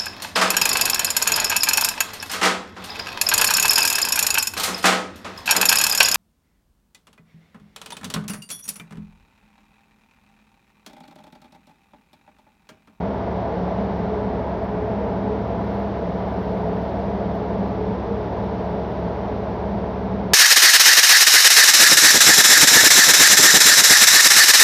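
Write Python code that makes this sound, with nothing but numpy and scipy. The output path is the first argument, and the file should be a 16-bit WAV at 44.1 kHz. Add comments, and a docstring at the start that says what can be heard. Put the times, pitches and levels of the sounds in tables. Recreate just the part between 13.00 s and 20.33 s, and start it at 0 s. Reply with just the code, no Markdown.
"""High above the deck of a tanker under way on a calm sea; all the machinery runs from start to end.
From the start a diesel generator throbs in the bass as a row of low tones, over a rumble of shaped noise.
Big fans hum, each blade tone beating against its own flutter; blowers and pumps add thinner wavering tones.
Air roars as shaped noise and ringing ducts, easing slightly over the first four seconds.
Tiny filtered clicks tick throughout; the faint top hiss first swells near 2.7 s and the loudest tick is near 4.4 s."""
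import sys
import numpy as np
from scipy import signal
from scipy.fft import rfft, irfft, next_fast_len
from scipy.io import wavfile
from scipy.ndimage import uniform_filter1d

SR = 44100
rng = np.random.default_rng(int(sys.argv[2]) if len(sys.argv) > 2 else 0)


def materialize(psi):
    """Save the field psi as 16-bit PCM at rate SR to the path in sys.argv[1].

    A 1-D psi becomes a single channel; in a 2-D psi each row is a channel.
    """
    bounded = np.clip(np.atleast_2d(psi).T, -1, 1)
    quanta = np.round(bounded * 32767).astype(np.int16)
    wavfile.write(sys.argv[1], SR, quanta)


N = 323465   # length in samples, about 7.33 s


def from_db(db):
    """Turn decibels into a gain."""
    return 10 ** (np.asarray(db) / 20)


def rms_one(x):
    """Scale a signal so that its average power is one."""
    return x / np.sqrt(np.mean(np.abs(x) ** 2) + 1e-20)


def in_time(rows):
    """Draw straight lines between the rows of a curve table, giving each column at every sample."""
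    t, *columns = np.transpose(rows)
    return [np.interp(np.arange(N) / SR, t, column) for column in columns]


def drift(rate_hz, step=40):
    """Slow random wandering with an rms of one: coarse noise smoothed twice by a one-pole low-pass."""
    pole = np.exp(-2 * np.pi * rate_hz * step / SR)
    coarse = rng.standard_normal(N // step + 4002)
    slow = signal.lfilter([1], [1, -2 * pole, pole * pole], coarse)
    slow = slow[4000:]   # the filter has settled by here
    return np.interp(np.arange(N) / step, np.arange(len(slow)), rms_one(slow))


def flutter(width_hz):
    """Random strength and phase of a tone stirred by turbulence; a larger width flutters faster."""
    rate_hz = width_hz * np.pi / 4
    return rms_one(drift(rate_hz) + 1j * drift(rate_hz))


def evened(strength, span_s):
    """Hold the slow power of a fluttering tone at one, keeping only its quick changes."""
    slow_power = uniform_filter1d(np.abs(strength) ** 2, int(span_s * SR))
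    return strength / np.sqrt(slow_power)


def tone(hz, strength):
    """A sine of steady or moving pitch; the complex strength sets its rms and phase."""
    turns = np.cumsum(hz * np.ones(N)) / SR + rng.random()
    return np.sqrt(2) * np.real(strength * np.exp(2j * np.pi * turns))


def noise(spectrum):
    """Steady random noise, shaped so that each frequency has the power the table asks for."""
    hz, db = np.transpose(spectrum)
    size = next_fast_len(N)
    grid = np.maximum(np.arange(size // 2 + 1) * SR / size, 1)
    gain = from_db(np.interp(np.log(grid), np.log(hz), db))
    gain = gain / np.maximum(grid / hz[-1], 1) ** 4   # dies away above the last point
    white = rng.standard_normal(size)
    return irfft(rfft(white) * gain, size)[:N] * np.sqrt(SR / 2)


# shape of the very faint top hiss; only the differences count: f/Hz, level/dB (per Hz)
HISS_SHAPE = [(6000, -140), (8500, -124), (11000, -118), (14000, -115), (16000, -117)]
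# how loud that hiss is as it swells: t/s, level/dB (rms)
HISS_SWELL_CURVE = [(0.1, -79), (1.1, -79), (2.35, -79), (2.71, -75.5), (2.93, -77.5), (3.46, -75),
                    (3.85, -75.5), (4.53, -78.5), (6.4, -77), (7.2, -78.5)]
# tiny treble ticks, as clicks before the lift and the filters: t/s, level/dB (peak)
TICK_TIMES = [(0.9723, -56), (1.4932, -58), (1.646, -55.5), (2.4748, -59), (2.646, -57), (2.7484, -54),
              (2.7985, -54), (2.879, -60), (3.3265, -61), (3.4318, -55), (3.8249, -60), (3.8378, -55.5),
              (4.3543, -51), (4.6848, -55), (5.4427, -56), (5.6585, -57), (5.8, -61), (5.9218, -55),
              (5.959, -64), (5.9994, -57), (6.6915, -57), (6.9827, -60.5)]
CRACKLES_PER_S = 18   # at the hiss's average (rms) level
CRACKLE_DB, CRACKLE_SPREAD_DB = -60, 5   # lowest click before the filters, and its random rise
TICK_RING_HZ, TICK_RING_Q, TICK_RING_DB = 14000, 12, -2.5   # the ticks' brief ring


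def treble_fizz(tick_lift_db=14, edge_hz=10500):
    """Faint top hiss with high-passed, briefly ringing clicks; the crackle thickens as the hiss swells."""
    swell = from_db(in_time(HISS_SWELL_CURVE)[0])
    chance = CRACKLES_PER_S * rms_one(swell) ** 4 / SR
    born = rng.random(N) < chance
    rise = np.minimum(rng.exponential(1, N), 3)
    clicks = born * from_db(CRACKLE_DB + CRACKLE_SPREAD_DB * rise)
    for t, db in TICK_TIMES:
        clicks[int(t * SR)] = from_db(db + tick_lift_db)
    high_pass = signal.butter(4, edge_hz, "high", fs=SR, output="sos")
    ticks = signal.sosfilt(high_pass, clicks + 1e-18)
    ring = signal.lfilter(*signal.iirpeak(TICK_RING_HZ, TICK_RING_Q, fs=SR), ticks)
    hiss = rms_one(noise(HISS_SHAPE)) * swell
    return ticks + from_db(TICK_RING_DB) * ring + hiss


# faint tones of the pumps: f/Hz, flutter width f/Hz, level/dB (rms)
PUMP_TONES = [(262.3, 1.6, -44.5), (499, 2.2, -48), (1164, 3.1, -57.5)]


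def pumps():
    """Thin tones behind the fans; their slow flutter leaves the pitch nearly steady."""
    return sum(tone(hz, from_db(db) * flutter(width_hz)) for hz, width_hz, db in PUMP_TONES)


# the two blowers, lower then upper: f/Hz, flutter width f/Hz, trim level/dB
BLOWER_TONES = [(463, 9, -0.2), (665.6, 15, -4.5)]
# slow swells of the lower and upper blower, before the trim: t/s, level/dB
LOW_BLOWER_SWELL = [(0.0, -41.5), (0.45, -44), (0.54, -35), (0.78, -38.0), (0.99, -41), (1.8, -44.5),
                    (2.01, -33.5), (2.22, -41), (2.37, -35.5), (2.73, -39), (4.81, -40), (5.11, -32),
                    (5.32, -40), (7.33, -42)]
HIGH_BLOWER_SWELL = [(0, -37.5), (0.6, -32), (1.0, -38), (1.85, -29.5), (2.1, -34), (2.9, -31.5),
                     (3.3, -35.5), (3.8, -30.5), (4.5, -34), (4.75, -38), (7.33, -43)]


def blowers(swell_s=0.27):
    """Smaller machines, each with one wavering tone that swells and fades on its own."""
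    out = np.zeros(N)
    for (hz, width_hz, trim_db), curve in zip(BLOWER_TONES, (LOW_BLOWER_SWELL, HIGH_BLOWER_SWELL)):
        level = from_db(in_time(curve)[0] + trim_db)
        out += tone(hz, evened(flutter(width_hz), swell_s) * level)
    return out


# exhaust and machinery rumble: f/Hz, level/dB (per Hz)
RUMBLE_SPECTRUM = [(15, -89), (36, -78.5), (50, -63), (80, -61), (102, -56), (118, -56.5), (140, -58),
                   (160, -59.5), (215, -55), (320, -61), (600, -82.5)]


def rumble():
    """Exhaust and machinery blend into a steady low noise without any pitch."""
    return noise(RUMBLE_SPECTRUM)


# duct resonances stirred by the flow, average level: f/Hz, flutter width f/Hz, level/dB (rms)
DUCT_RINGS = [(173, 4, -45.5), (187, 5, -47.5), (212.8, 5, -47.5), (238, 6.2, -51.5), (284, 7, -52.5),
              (357.5, 8.5, -46.5), (402, 9, -47.5), (421, 7, -46), (447, 3.3, -50.5), (566.5, 45, -42),
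              (636.2, 22, -40), (694.7, 40, -40), (850, 42, -41.5), (926, 33, -48.5), (980.5, 55, -44.5),
              (2087, 300, -60)]
# air roaring from the louvres, average level: f/Hz, level/dB (per Hz)
AIR_SPECTRUM = [(150, -78.5), (300, -63), (410, -55), (490, -59), (590, -57), (780, -59.5), (1000, -65),
                (1060, -67.5), (1140, -68.5), (1230, -71), (1420, -72.5), (1900, -78), (2250, -81.5),
                (2450, -85), (3500, -96)]
# the roar eases slightly; only the changes count: t/s, level/dB
FLOW_CURVE = [(0, -28.5), (1.0, -29), (2.5, -29), (4.0, -29.5), (5.6, -29.5), (7.33, -29.5)]
# finer hiss of small eddies, before its level curve: f/Hz, level/dB (per Hz)
EDDY_SPECTRUM = [(1500, -115), (2700, -88.5), (3500, -87), (4600, -92.5), (5700, -97), (6400, -104.5),
                 (7500, -107)]
# rise and fall of the eddies' hiss: t/s, level/dB
EDDY_CURVE = [(0, -1.5), (0.8, -0.1), (1.8, -2.3), (2.8, 0), (4.3, -0.4), (5.8, 0), (7.33, -1)]
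GUST_DB, GUST_HZ = 0.12, 2.3   # small random gusts: rms depth and rate


def airflow():
    """Turbulent air rings the ducts and rushes from the louvres; light gusts move roar and hiss together."""
    gusts = from_db(GUST_DB * drift(GUST_HZ))
    flow = rms_one(from_db(in_time(FLOW_CURVE)[0]))
    ducts = sum(tone(hz, from_db(db) * flutter(width_hz)) for hz, width_hz, db in DUCT_RINGS)
    roar = (ducts + noise(AIR_SPECTRUM)) * flow
    eddy_hiss = noise(EDDY_SPECTRUM) * from_db(in_time(EDDY_CURVE)[0])
    return gusts * (roar + eddy_hiss)


# generator exhaust tones, before their small unevenness: multiple of the cycle rate, level/dB (rms)
GENERATOR_TONES = [(7, -65), (8, -67.5), (9, -43), (10, -51), (11, -43), (12, -36), (18, -37.5),
                   (19, -51.5), (20, -47), (23, -55.5)]
CYCLE_HZ = 5.986   # four-stroke working cycles per second, near 720 rpm


def generator(uneven_db=0.36, sway_s=0.00026):
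    """Governed diesel: unequal cylinders put tones at multiples of the cycle rate, which throb together."""
    lag = sway_s * drift(0.46)   # one slow timing sway shared by all the tones
    out = np.zeros(N)
    for order, db in GENERATOR_TONES:
        level = from_db(db + uneven_db * drift(2))
        sway = np.exp(2j * np.pi * order * CYCLE_HZ * lag)
        out += tone(round(order) * CYCLE_HZ, level * sway)
    return out


# turbulence on the low, main and high fan:
# pitch wander f/Hz (rms), flutter width f/Hz, flutter level/dB (against the steady tone), trim level/dB
FAN_TURBULENCE = [(2.2, 24, -6.5, -0.1), (0.695, 20, -11.5, 0.2), (1.8, 20, -6.5, 0.26)]
# blade tones that swell and waver in the moving air, before deepening, trim and wander: t/s, level/dB, f/Hz
LOW_FAN_CURVE = [(0.0, -28.5, 181), (0.27, -41.5, 178), (0.39, -30, 178), (0.479, -38, 180),
                 (0.6, -26.5, 178), (0.87, -34.5, 181), (1.05, -27.5, 181), (1.14, -46, 182),
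                 (1.26, -30.0, 183), (1.59, -37.5, 178), (1.92, -32, 179), (2.01, -45, 180),
                 (2.13, -28.5, 181), (2.25, -31, 182), (2.43, -43, 178), (2.52, -32.5, 178),
                 (2.7, -33.5, 177), (2.97, -44.5, 185), (3.09, -27.5, 176), (3.21, -33.5, 182),
                 (3.73, -29.0, 177), (4.09, -39, 181), (4.18, -32.5, 178), (4.99, -32.5, 181),
                 (5.05, -40.5, 179), (5.74, -30.5, 179), (5.98, -35.0, 179), (6.041, -28.5, 178),
                 (6.25, -39, 180), (6.4, -37, 175), (7.0, -33.5, 186), (7.21, -29, 183), (7.33, -32, 183)]
MAIN_FAN_CURVE = [(0.0, -36.5, 197), (0.12, -28.5, 201), (0.21, -41.5, 198), (0.63, -45, 200),
                  (0.78, -30.5, 201), (1.11, -33, 200), (1.2, -36, 198.6), (1.29, -30.5, 200),
                  (1.5, -41.5, 206), (1.68, -30.0, 202), (1.83, -43, 199.4), (1.98, -27.5, 202.3),
                  (2.1, -40, 201), (2.16, -30, 199), (2.25, -28.5, 202), (2.43, -34.5, 202),
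                  (2.85, -28.5, 200), (3.06, -44, 201.4), (3.12, -33, 197.4), (3.45, -35, 199.7),
                  (4.3, -30, 199.4), (4.39, -39, 204), (4.63, -27.5, 200), (4.81, -41.5, 198),
                  (4.9, -25.5, 200), (5.02, -41.5, 201.6), (5.14, -27.5, 202), (5.23, -40, 199.6),
                  (5.47, -31.5, 201.5), (5.53, -41, 202.5), (5.74, -30.5, 207.3), (5.83, -44.5, 200.5),
                  (6.4, -29.5, 200.4), (6.55, -42.5, 198.7), (6.7, -26.5, 202.4), (6.91, -38.5, 198),
                  (7.12, -29, 200), (7.33, -34.5, 197.2)]
HIGH_FAN_CURVE = [(0.0, -36, 432), (0.15, -41, 428), (0.931, -41.5, 429), (1.11, -30.5, 426),
                  (1.62, -39.5, 428), (1.83, -28.5, 425), (1.95, -39.0, 432), (2.22, -33, 421),
                  (2.4, -32.5, 432), (2.58, -45, 426), (3.73, -32.5, 428), (3.85, -44, 423),
                  (4.6, -33.5, 425), (4.66, -41.0, 428), (4.78, -30, 428), (5.11, -41, 430),
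                  (5.2, -30.5, 428), (5.29, -40, 419), (5.47, -43, 436), (5.62, -33.5, 427),
                  (6.13, -40, 425), (6.37, -33.5, 428), (6.82, -41.5, 426), (6.97, -32.5, 425),
                  (7.06, -46, 425), (7.33, -33, 427)]
SWELL_DEPTH = 1.15   # stretches the dB swells about their average


def fans(wander_rate_hz=2.75, swell_s=0.32):
    """Each blade tone wanders in pitch and beats against its own turbulent flutter; slow swells set its level."""
    out = np.zeros(N)
    curves = (LOW_FAN_CURVE, MAIN_FAN_CURVE, HIGH_FAN_CURVE)
    for (wander_hz, width_hz, flutter_db, trim_db), curve in zip(FAN_TURBULENCE, curves):
        level_db, hz = in_time(curve)
        swell_db = level_db.mean() + SWELL_DEPTH * (level_db - level_db.mean())
        beating = evened(1 + from_db(flutter_db) * flutter(width_hz), swell_s)
        pitch = hz + wander_hz * drift(wander_rate_hz)
        out += tone(pitch, beating * from_db(swell_db + trim_db))
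    return out


def scene():
    """All the machinery, heard from one fixed place."""
    return (pumps() + blowers() + rumble() + airflow() + generator() + fans())[None]


MIC_TOP_HZ, CUTOFF_HZ = 6610, 15500   # where the microphone's treble falls, and the final cut-off
FADE_IN_S = 0.004


def record(dry):
    """The microphone loses the treble steeply; only a faint fizz lies above, up to the cut-off."""
    opened = dry * np.minimum(np.arange(N) / SR / FADE_IN_S, 1)
    dull = signal.sosfilt(signal.butter(12, MIC_TOP_HZ, fs=SR, output="sos"), opened)
    cut_off = signal.ellip(12, .1, 90, CUTOFF_HZ, fs=SR, output="sos")
    return signal.sosfilt(cut_off, dull + treble_fizz())


dry = scene()
out = record(dry)
materialize(out)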